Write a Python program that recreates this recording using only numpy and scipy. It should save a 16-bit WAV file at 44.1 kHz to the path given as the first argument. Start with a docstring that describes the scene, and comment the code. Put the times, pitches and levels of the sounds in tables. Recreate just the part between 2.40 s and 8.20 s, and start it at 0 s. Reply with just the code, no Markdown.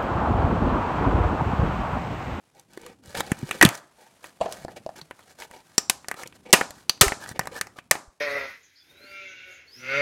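"""Plastic support struts are snapped off a hollow printed mask held at the chest, by a lapel microphone.
Over rustle and shirt rumble, finger strokes scrape and small breaks grow into a dense run near 1.2 s;
scrap knocks on the floor near 2.0 s, short dry taps follow to 2.5 s, then hard cracks and a rip near 4.6 s.
Each break is a burst of noise ringing strut and shell; knocks and taps are two close modes, scrapes are
jerky hiss, bumps damped swings, the small room noise tails; the loudest cracks overload the input."""
import sys
import numpy as np
from scipy import signal
from scipy.fft import rfft, irfft
from scipy.io import wavfile

SR = 44100
rng = np.random.default_rng(int(sys.argv[2]) if len(sys.argv) > 2 else 0)


def to_wav(s):
    """Save 16-bit WAV."""
    ch = np.atleast_2d(s).T  # columns
    pcm = np.round(np.clip(ch, -1, 1) * 32767)  # PCM
    wavfile.write(sys.argv[1], SR, pcm.astype(np.int16))


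N = 255780  # 5.8 s

# All levels are those ahead of the input overload.
# Faint rustle, its level curve: (time [s], level [dB])
HUSH_LEVEL = [(0, -68), (0.602, -69.5), (1.7, -61.5), (2.399, -61.5), (4.449, -64), (5.302, -65.5),
              (5.8, -74)]
# Faint rustle, its spectrum: (frequency [Hz], relative density [dB])
HUSH_SPECTRUM = [(40, -19), (200, -2.5), (700, 1), (1500, -4), (5000, -10), (10000, -11), (15000, -23)]
# Shirt moving under the microphone, its level curve: (time [s], level [dB])
CLOTH_LEVEL = [(0.0, -72), (0.42, -62.5), (0.9, -48.5), (1.18, -56), (1.45, -72.5), (1.84, -72),
               (2.23, -50.5), (2.41, -56.5), (2.78, -68), (3.99, -59.5), (4.51, -60), (4.83, -51),
               (5.02, -50.5), (5.8, -78)]
# Shirt rumble, its spectrum: (frequency [Hz], relative density [dB])
CLOTH_SPECTRUM = [(25, -47.5), (60, -4.5), (150, -0.5), (300, -4)]
# Bumps that reach the microphone through cloth: (time [s], peak [dB], frequency [Hz], t60 [s])
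BUMPS = [(0.374, -28, 355, 0.023), (.677, -41.5, 82, 0.063), (0.786, -29, 132, 0.017),
         (0.918, -10.5, 150, 0.01), (1.029, -20.5, 159, 0.028), (1.037, -25, 149, .043),
         (1.232, -3.5, 323, 0.042), (1.251, 0, 180, .022), (1.269, -18.5, 119, 0.067),
         (3.38, -27, 180, 0.027), (4.128, -12, 347, 0.017), (4.212, -14, 450, 0.0072),
         (4.615, -11.5, 102, 0.022), (4.632, -15.5, 400, .13), (2.618, -42.5, 154, .1),
         (4.662, -22, 48, .06), (4.912, -32, 134, .021), (4.994, -25, 127, 0.013),
         (5.675, -45.5, 40.4, 0.036)]
# Finger strokes on the print; each fades in before and out after its nominal span:
# (time [s], nominal length [ms], scrape level [dB], dull level [dB], hum where the shell is touched [Hz])
STROKES = [(.149, 67, -63.5, -60, 870), (0.299, 109, -62, -60, 340), (0.404, 125, -59.5, -49.5, 497),
           (.64, 112, -54.5, -57.5, 590), (0.746, 22, -45.5, -36.5, 727), (0.768, 36, -36.5, -37, 498),
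           (0.809, 130, -50.5, -47, 825), (0.93, 230, -54, -52.5, 390), (1.07, 144, -50, -49, 517),
           (1.302, 94, -48, -60, 856), (1.583, 104, -60.5, -59.5, 910), (1.829, 67.5, -53, -59, 700),
           (2.016, 48, -54.5, -42, 635), (2.086, 93, -48.5, -52.5, 587), (2.18, 69, -54.5, -56.5, 720),
           (2.292, 45, -60, -53, 704), (2.362, 22, -53, -45.5, 850), (2.558, 41, -49.5, -50, 376),
           (2.78, 61, -61.5, -63, 1376), (2.867, 71, -58, -62, 777), (2.989, 66, -47.5, -51, 950),
           (3.104, 102, -58, -53.5, 947), (3.249, 190, -64, -74, 680), (3.768, 66, -45.5, -46, 1366),
           (3.857, 11.8, -59, -42.5, 488), (3.942, 26, -59, -60, 714), (4.057, 57.7, -66, -45, 500),
           (4.345, 88, -56, -66.5, 418.5), (4.801, 55, -45.5, -47, 1740), (4.866, 61.5, -46, -53, 1928),
           (4.946, 35, -63, -48.5, 517), (5.019, 80, -60, -53.5, 790), (5.116, 31, -50.5, -44, 523),
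           (5.151, 38.7, -43, -41, 1790), (5.226, 95, -77.5, -60.5, 2020), (5.364, 35, -55, -52, 1320)]
# Bright scrape of the layer lines: (frequency [Hz], relative density [dB])
SCRAPE_SPECTRUM = [(1500, 10.5), (2500, -7), (4000, 1.5), (7000, 0.5), (10000, -3), (14000, -9.5)]
# Dull noise of the rubbed shell: (frequency [Hz], relative density [dB])
DULL_SPECTRUM = [(250, -4.5), (500, 3.5), (900, 1), (1500, -17.5), (2300, -6.5)]
# Hollow knocks of scrap landing and of later short taps, each with its own room send:
# (time [s], peak [dB], ring [Hz], send to the room over direct [dB])
KNOCKS = [(2.005, -28.5, 592, 2), (2.01, -21, 660, 23), (2.026, -28, 706, 11), (2.057, -33.5, 680, 28),
          (2.079, -31.5, 724, 16), (2.249, -19, 695, -2.5), (2.282, -25, 693, 9), (2.463, -20.5, 650, 1.5),
          (2.491, -25.5, 706, 4)]
# Strut breaks: (time [s], crack peak [dB], upper strut ring [Hz], ring peak over raw crack [dB], shell peak [dB])
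SNAPS = [(.196, -36, 8500, -15, -55), (.334, -39, 5000, -20, -49), (.3745, -31, 4530, -2.5, -32.5),
         (.415, -37.5, 6100, -20, -52), (.4634, -30.5, 3530, -51, -37), (.6588, -34, 8000, -15, -50),
         (.7507, -27, 4700, 14, -23), (.7727, -24.5, 3900, 2, -24.5), (.8051, -11.5, 4900, -1, -14),
         (.917, -17.5, 2480, -19, -12), (.9897, -31, 8400, -4, -53), (1.1109, -9.5, 3220, 3.5, -31),
         (1.2119, 5, 2480, 8, 1.5), (1.2255, 11, 2300, -6.5, 7.5), (1.2501, 2, 4420, 1, -25.5),
         (1.2609, -10.5, 2450, 1.5, -29.5), (1.289, -14.5, 2940, -4, -37), (1.3515, -25, 8400, -12, -32),
         (1.3763, -33, 6430, -13, -49), (1.8419, -31.5, 3210, -1, -30), (2.1238, -21.5, 6160, -21, -32),
         (2.6142, -27.5, 5600, 16, -37), (2.7097, -38, 3510, -5.5, -24.5), (2.7918, -43, 4930, -4, -37),
         (3.0216, -27, 2900, 16.5, -44), (3.1118, -33, 2710, -4.5, -35), (3.3801, 2.5, 7270, 26.5, -15.5),
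         (3.4971, -0.5, 7400, -27, -10.5), (3.6448, -43, 2120, -40.5, -28.5),
         (3.684, -16.5, 8830, -21.5, -19.5), (3.698, -53, 2200, -13, -37.5), (3.7135, -14.5, 1970, 4, -39),
         (3.7417, -33.5, 4370, -7, -27.5), (3.8337, -25, 2650, -4, -29), (3.863, -34.5, 4800, 1, -48),
         (3.8741, -26, 8900, -10, -45), (3.925, -39.5, 3180, 7, -49.5), (4.091, -48, 7950, -1.5, -54.5),
         (4.106, -37.5, 7540, 4, -44.5), (4.128, 18.5, 6900, -23, -21), (4.1338, 8, 3130, -5, 6.5),
         (4.138, 5, 3440, -2.5, -2), (4.211, -19, 2120, 2, -10.5), (4.306, -23.5, 6300, -20.5, -31.5),
         (4.4948, -2.5, 5980, 6.5, -25.5), (4.576, -43, 3300, 0.5, -42.5), (4.6109, 20.5, 5840, -27, 10.5),
         (4.6805, -13.5, 2730, 0, -37), (4.7205, -28, 2480, -23, -8), (4.8604, -41, 5640, -.5, -24.5),
         (4.9928, -10.5, 7400, -6.5, -10.5), (5.011, -45, 2340, -21, -23), (5.056, -31.5, 2230, -23, -25),
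         (5.0719, -21, 5350, -7, -19), (5.2116, -8.5, 2060, -3.5, -45), (5.2699, -31.5, 6740, 9.5, -33),
         (5.3869, -29, 3190, 14, -34), (5.511, 6, 2220, -13, -2.5), (5.5533, -44, 2360, -13, -18)]
# Shell modes before the grip shifts them: (frequency [Hz], relative gain [dB], t60 [s])
SHELL_MODES = [(430, -4, .025), (620, -3, .025), (820, -1, .022), (1000, -2, .02), (1200, 0, .02),
               (1490, -2, .016), (1750, -1, .014), (2050, -3, .012)]
# Room tail by band, before the early boost: (frequency [Hz], t60 [s], tail energy [dB])
ROOM_BANDS = [(160, 0.41, -41.5), (355, .4, -34), (1020, 0.4, -29), (2420, 0.21, -24), (6300, 0.37, -27),
              (12000, 0.2, -24)]

# decay of a break's noise at 0 dB or above; weaker ones are shorter by this share of their dB
TEAR_MS, TEAR_SLOPE = 1.53, 0.14
RATTLE_MS = 0.54  # decay of the noise that excites a knock or tap
# ticks scattered through each stroke: least peak over the scrape, mean extra, shell over crack
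TICKS_PER_STROKE = 4
TICK_DB, TICK_SPREAD_DB, TICK_SHELL_DB = 7, 3, -8.5
TICK_LOW_HZ, TICK_HIGH_HZ = 3760, 9300
# one strut rips loose in a run of slips, each weaker than the last
RIP_SLIPS, RIP_S, RIP_GAP_S = 9, 4.6205, 0.0039
RIP_DB, RIP_FADE_DB, RIP_HZ = -12, 1.5, 2273
OVERLOAD = 0.64  # amplitude ceiling of the input
TOP_HZ = 16000


def undb(db):
    """Decibels to gain."""
    return 10 ** (np.asarray(db) / 20)


def level_curve(points):
    """Gain over the whole scene from (time [s], level [dB]) points."""
    s, db = np.transpose(points)
    return undb(np.interp(np.arange(N) / SR, s, db))


def band(x, lo_hz, hi_hz):
    """Causal band-pass."""
    return signal.sosfilt(signal.butter(2, [lo_hz, hi_hz], "bandpass", fs=SR, output="sos"), x)


def ring(x, hz, t60):
    """One mode driven by x, losing 60 dB in t60 seconds."""
    pole = np.exp(2j * np.pi * hz / SR - np.log(1000) / (t60 * SR))
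    return signal.lfilter([1], [1, -pole], x).imag


def peak(x, db):
    """Scales x to a peak level."""
    return x * undb(db) / np.abs(x).max()


def add(out, x, s):
    """Mixes x into out from time s."""
    i = int(s * SR)
    out[i:i + len(x)] += x[:N - i]


def colour(x, points):
    """Gives x a spectrum of (frequency [Hz], level [dB]) points, steep outside them; rms 1."""
    hz, db = np.transpose(points)
    log_hz = np.log(hz)
    f = np.log(np.arange(1, N // 2 + 2) * SR / N)
    outside = np.maximum(log_hz[0] - f, 0) + np.maximum(f - log_hz[-1], 0)
    y = irfft(rfft(x) * undb(np.interp(f, log_hz, db) - 24 * outside), N)
    return y / y.std()


def grains(rate, spread_db, jerk_db=3.):
    """Tiny slips of very different sizes, rate per second on average, swell a jerky hiss."""
    sizes = undb(spread_db * np.minimum(rng.exponential(size=N), 3))
    slips = (rng.random(N) < rate / SR) * sizes
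    knots = np.arange(0, N, 250)
    jerk = undb(jerk_db * np.interp(np.arange(N), knots, rng.standard_normal(len(knots))))
    swell = 1 + signal.lfilter([1], [1, -.9], slips)
    return rng.standard_normal(N) * jerk * swell


def tear(ms, scatter_db=4., rise_ms=.6):
    """Uneven noise, as of fibres giving way: a quick run-up, then a decay with time constant ms."""
    t = np.arange(4096) * 1000 / SR  # ms
    scatter = np.repeat(rng.standard_normal(len(t) // 16), 16)  # uneven strength in short steps
    fibres = rng.standard_normal(len(t)) * undb(scatter_db * scatter)
    return fibres * (1 - np.exp(-t / rise_ms)) * np.exp(-t / ms)


def hush():
    """Faint room tone and rustle: grainy broadband noise riding a level curve."""
    return level_curve(HUSH_LEVEL) * colour(grains(60., 3.), HUSH_SPECTRUM)


def cloth():
    """Low uneven rumble of the shirt: sparse slips in dark noise, riding a level curve."""
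    return level_curve(CLOTH_LEVEL) * colour(grains(13.0, 3.4), CLOTH_SPECTRUM)


def room(x, near_t60=0.033, near_db=22.5):
    """Reverberation: noise dies away band by band; chest, hands and desk answer first and briefly."""
    t = np.arange(SR // 2) / SR
    tail = 0
    for hz, t60, db in ROOM_BANDS:
        noise = band(rng.standard_normal(len(t)), hz / 1.81, hz * 1.35)
        part = noise * np.exp(-np.log(1000) * t / t60)
        tail = tail + part * undb(db) / np.sqrt(np.sum(part ** 2))
    early = 1 + undb(near_db) * np.exp(-np.log(1000) * t / near_t60)
    onset = np.clip(t / 0.0035, 0, 1)
    return signal.fftconvolve(x, tail * early * onset)[:N]


def bumps():
    """Soft pushes through cloth set the microphone in a damped swing."""
    out = np.zeros(N)
    for s, db, hz, t60 in BUMPS:
        push = np.zeros(8192)
        width = int(.45 * SR / hz)  # just under half a cycle
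        push[:width] = np.hanning(width)
        add(out, peak(ring(np.gradient(push), hz, t60), db), s)
    return out


def rubbing(edge=0.44, hum_t60=0.024, hum_db=-1.0):
    """Fingers scrape the ridged plastic in strokes and the shell hums dully with them."""
    slips = grains(220., 4.5)
    scrape, dull = colour(slips, SCRAPE_SPECTRUM), colour(slips, DULL_SPECTRUM)
    out = np.zeros(N)
    for s, ms, scrape_db, dull_db, hz in STROKES:
        stroke = np.hanning(int(1.3 * ms * SR / 1000)) ** edge
        start = int(SR * (s - .15 * ms / 1000))
        part = slice(start, start + len(stroke))
        hum = ring(slips[part], hz, hum_t60)
        body = dull[part] + undb(hum_db) * hum / hum.std()
        out[part] += stroke * (undb(scrape_db) * scrape[part] + undb(dull_db) * body)
    return out


def hollow_knocks(t60=0.027, tick_db=-11.5):
    """Scrap landing and short taps: two close modes and a weak tick, direct and toward the walls."""
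    near, around = np.zeros(N), np.zeros(N)
    for s, db, hz, wet_db in KNOCKS:
        force = tear(RATTLE_MS)
        hollow = ring(force, hz, t60) + 0.5 * ring(force, 1.03 * hz, 0.5 * t60)
        tick = peak(band(force, 2000, 5340), tick_db)
        knock = peak(peak(hollow, 0) + tick, db)
        add(near, knock, s)
        add(around, knock * undb(wet_db), s)
    return near, around


def breaks():
    """The listed breaks, the rip, and small random ticks while the fingers slide."""
    rows = list(SNAPS)
    for k in range(RIP_SLIPS):
        db = RIP_DB - RIP_FADE_DB * k
        rows.append((RIP_S + RIP_GAP_S * k, db, RIP_HZ, -6, db - 5.5))
    chances = rng.random((len(STROKES), TICKS_PER_STROKE, 3))
    for (s, ms, scrape_db, *_), chance in zip(STROKES, chances):
        for place, size, pitch in chance:
            db = scrape_db + TICK_DB - TICK_SPREAD_DB * np.log(1 - size)
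            hz = TICK_LOW_HZ * (TICK_HIGH_HZ / TICK_LOW_HZ) ** pitch
            rows.append((s + place * ms / 1000, db, hz, 0, db + TICK_SHELL_DB))
    return rows


def snap(force, grip, crack_db, hz, ring_db, shell_db, strut_t60=0.0048):
    """One break: a broad crack, two rings of the strut, and the shell's modes as the grip leaves them."""
    strut = 0.55 * ring(force, hz, strut_t60) + ring(force, 0.7856 * hz, strut_t60)
    crack = peak(band(force, 2500, 10000), 0) + peak(strut, ring_db)
    modes = 0
    for (f, db, t60), (gain, detune) in zip(SHELL_MODES, grip):
        modes = modes + undb(db + 3 * gain) * ring(force, f * (1 + .05 * detune), t60)
    shell = peak(modes, 0) + peak(band(force, 450, 2000), 0)
    return peak(crack, crack_db) + peak(shell, shell_db)


def snaps():
    """Every break, as sound toward the microphone and sound toward the walls."""
    near, around = np.zeros(N), np.zeros(N)
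    blow = np.zeros(4096)
    blow[0] = 1
    for s, crack_db, hz, ring_db, shell_db in breaks():
        colours = crack_db, hz, ring_db, shell_db
        ms = TEAR_MS * undb(TEAR_SLOPE * min(max(crack_db, shell_db), 0))
        grip = rng.standard_normal((len(SHELL_MODES), 2))
        direct = snap(tear(ms), grip, *colours)
        # summed over all directions the fibres' interference evens out: same energy, smooth spectrum
        smooth = snap(blow, grip, *colours)
        add(near, direct, s)
        add(around, smooth * direct.std() / smooth.std(), s)
    return near, around


def scene():
    """All sources at the microphone; breaks, knocks and rubbing also feed the room."""
    cracks, cracks_out = snaps()
    knocks, knocks_out = hollow_knocks()
    rub = rubbing()
    wet = room(cracks_out + rub) + room(knocks_out, near_db=18.0)
    return (cracks + knocks + rub + wet + bumps() + cloth() + hush())[None]


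def record(dry):
    """The input overloads on the loudest cracks and the top is cut."""
    clipped = dry / (1 + np.abs(dry / OVERLOAD) ** 6) ** (1 / 6)
    return signal.sosfilt(signal.ellip(10, .2, 95, TOP_HZ, fs=SR, output="sos"), clipped)


dry = scene()
out = record(dry)
to_wav(out)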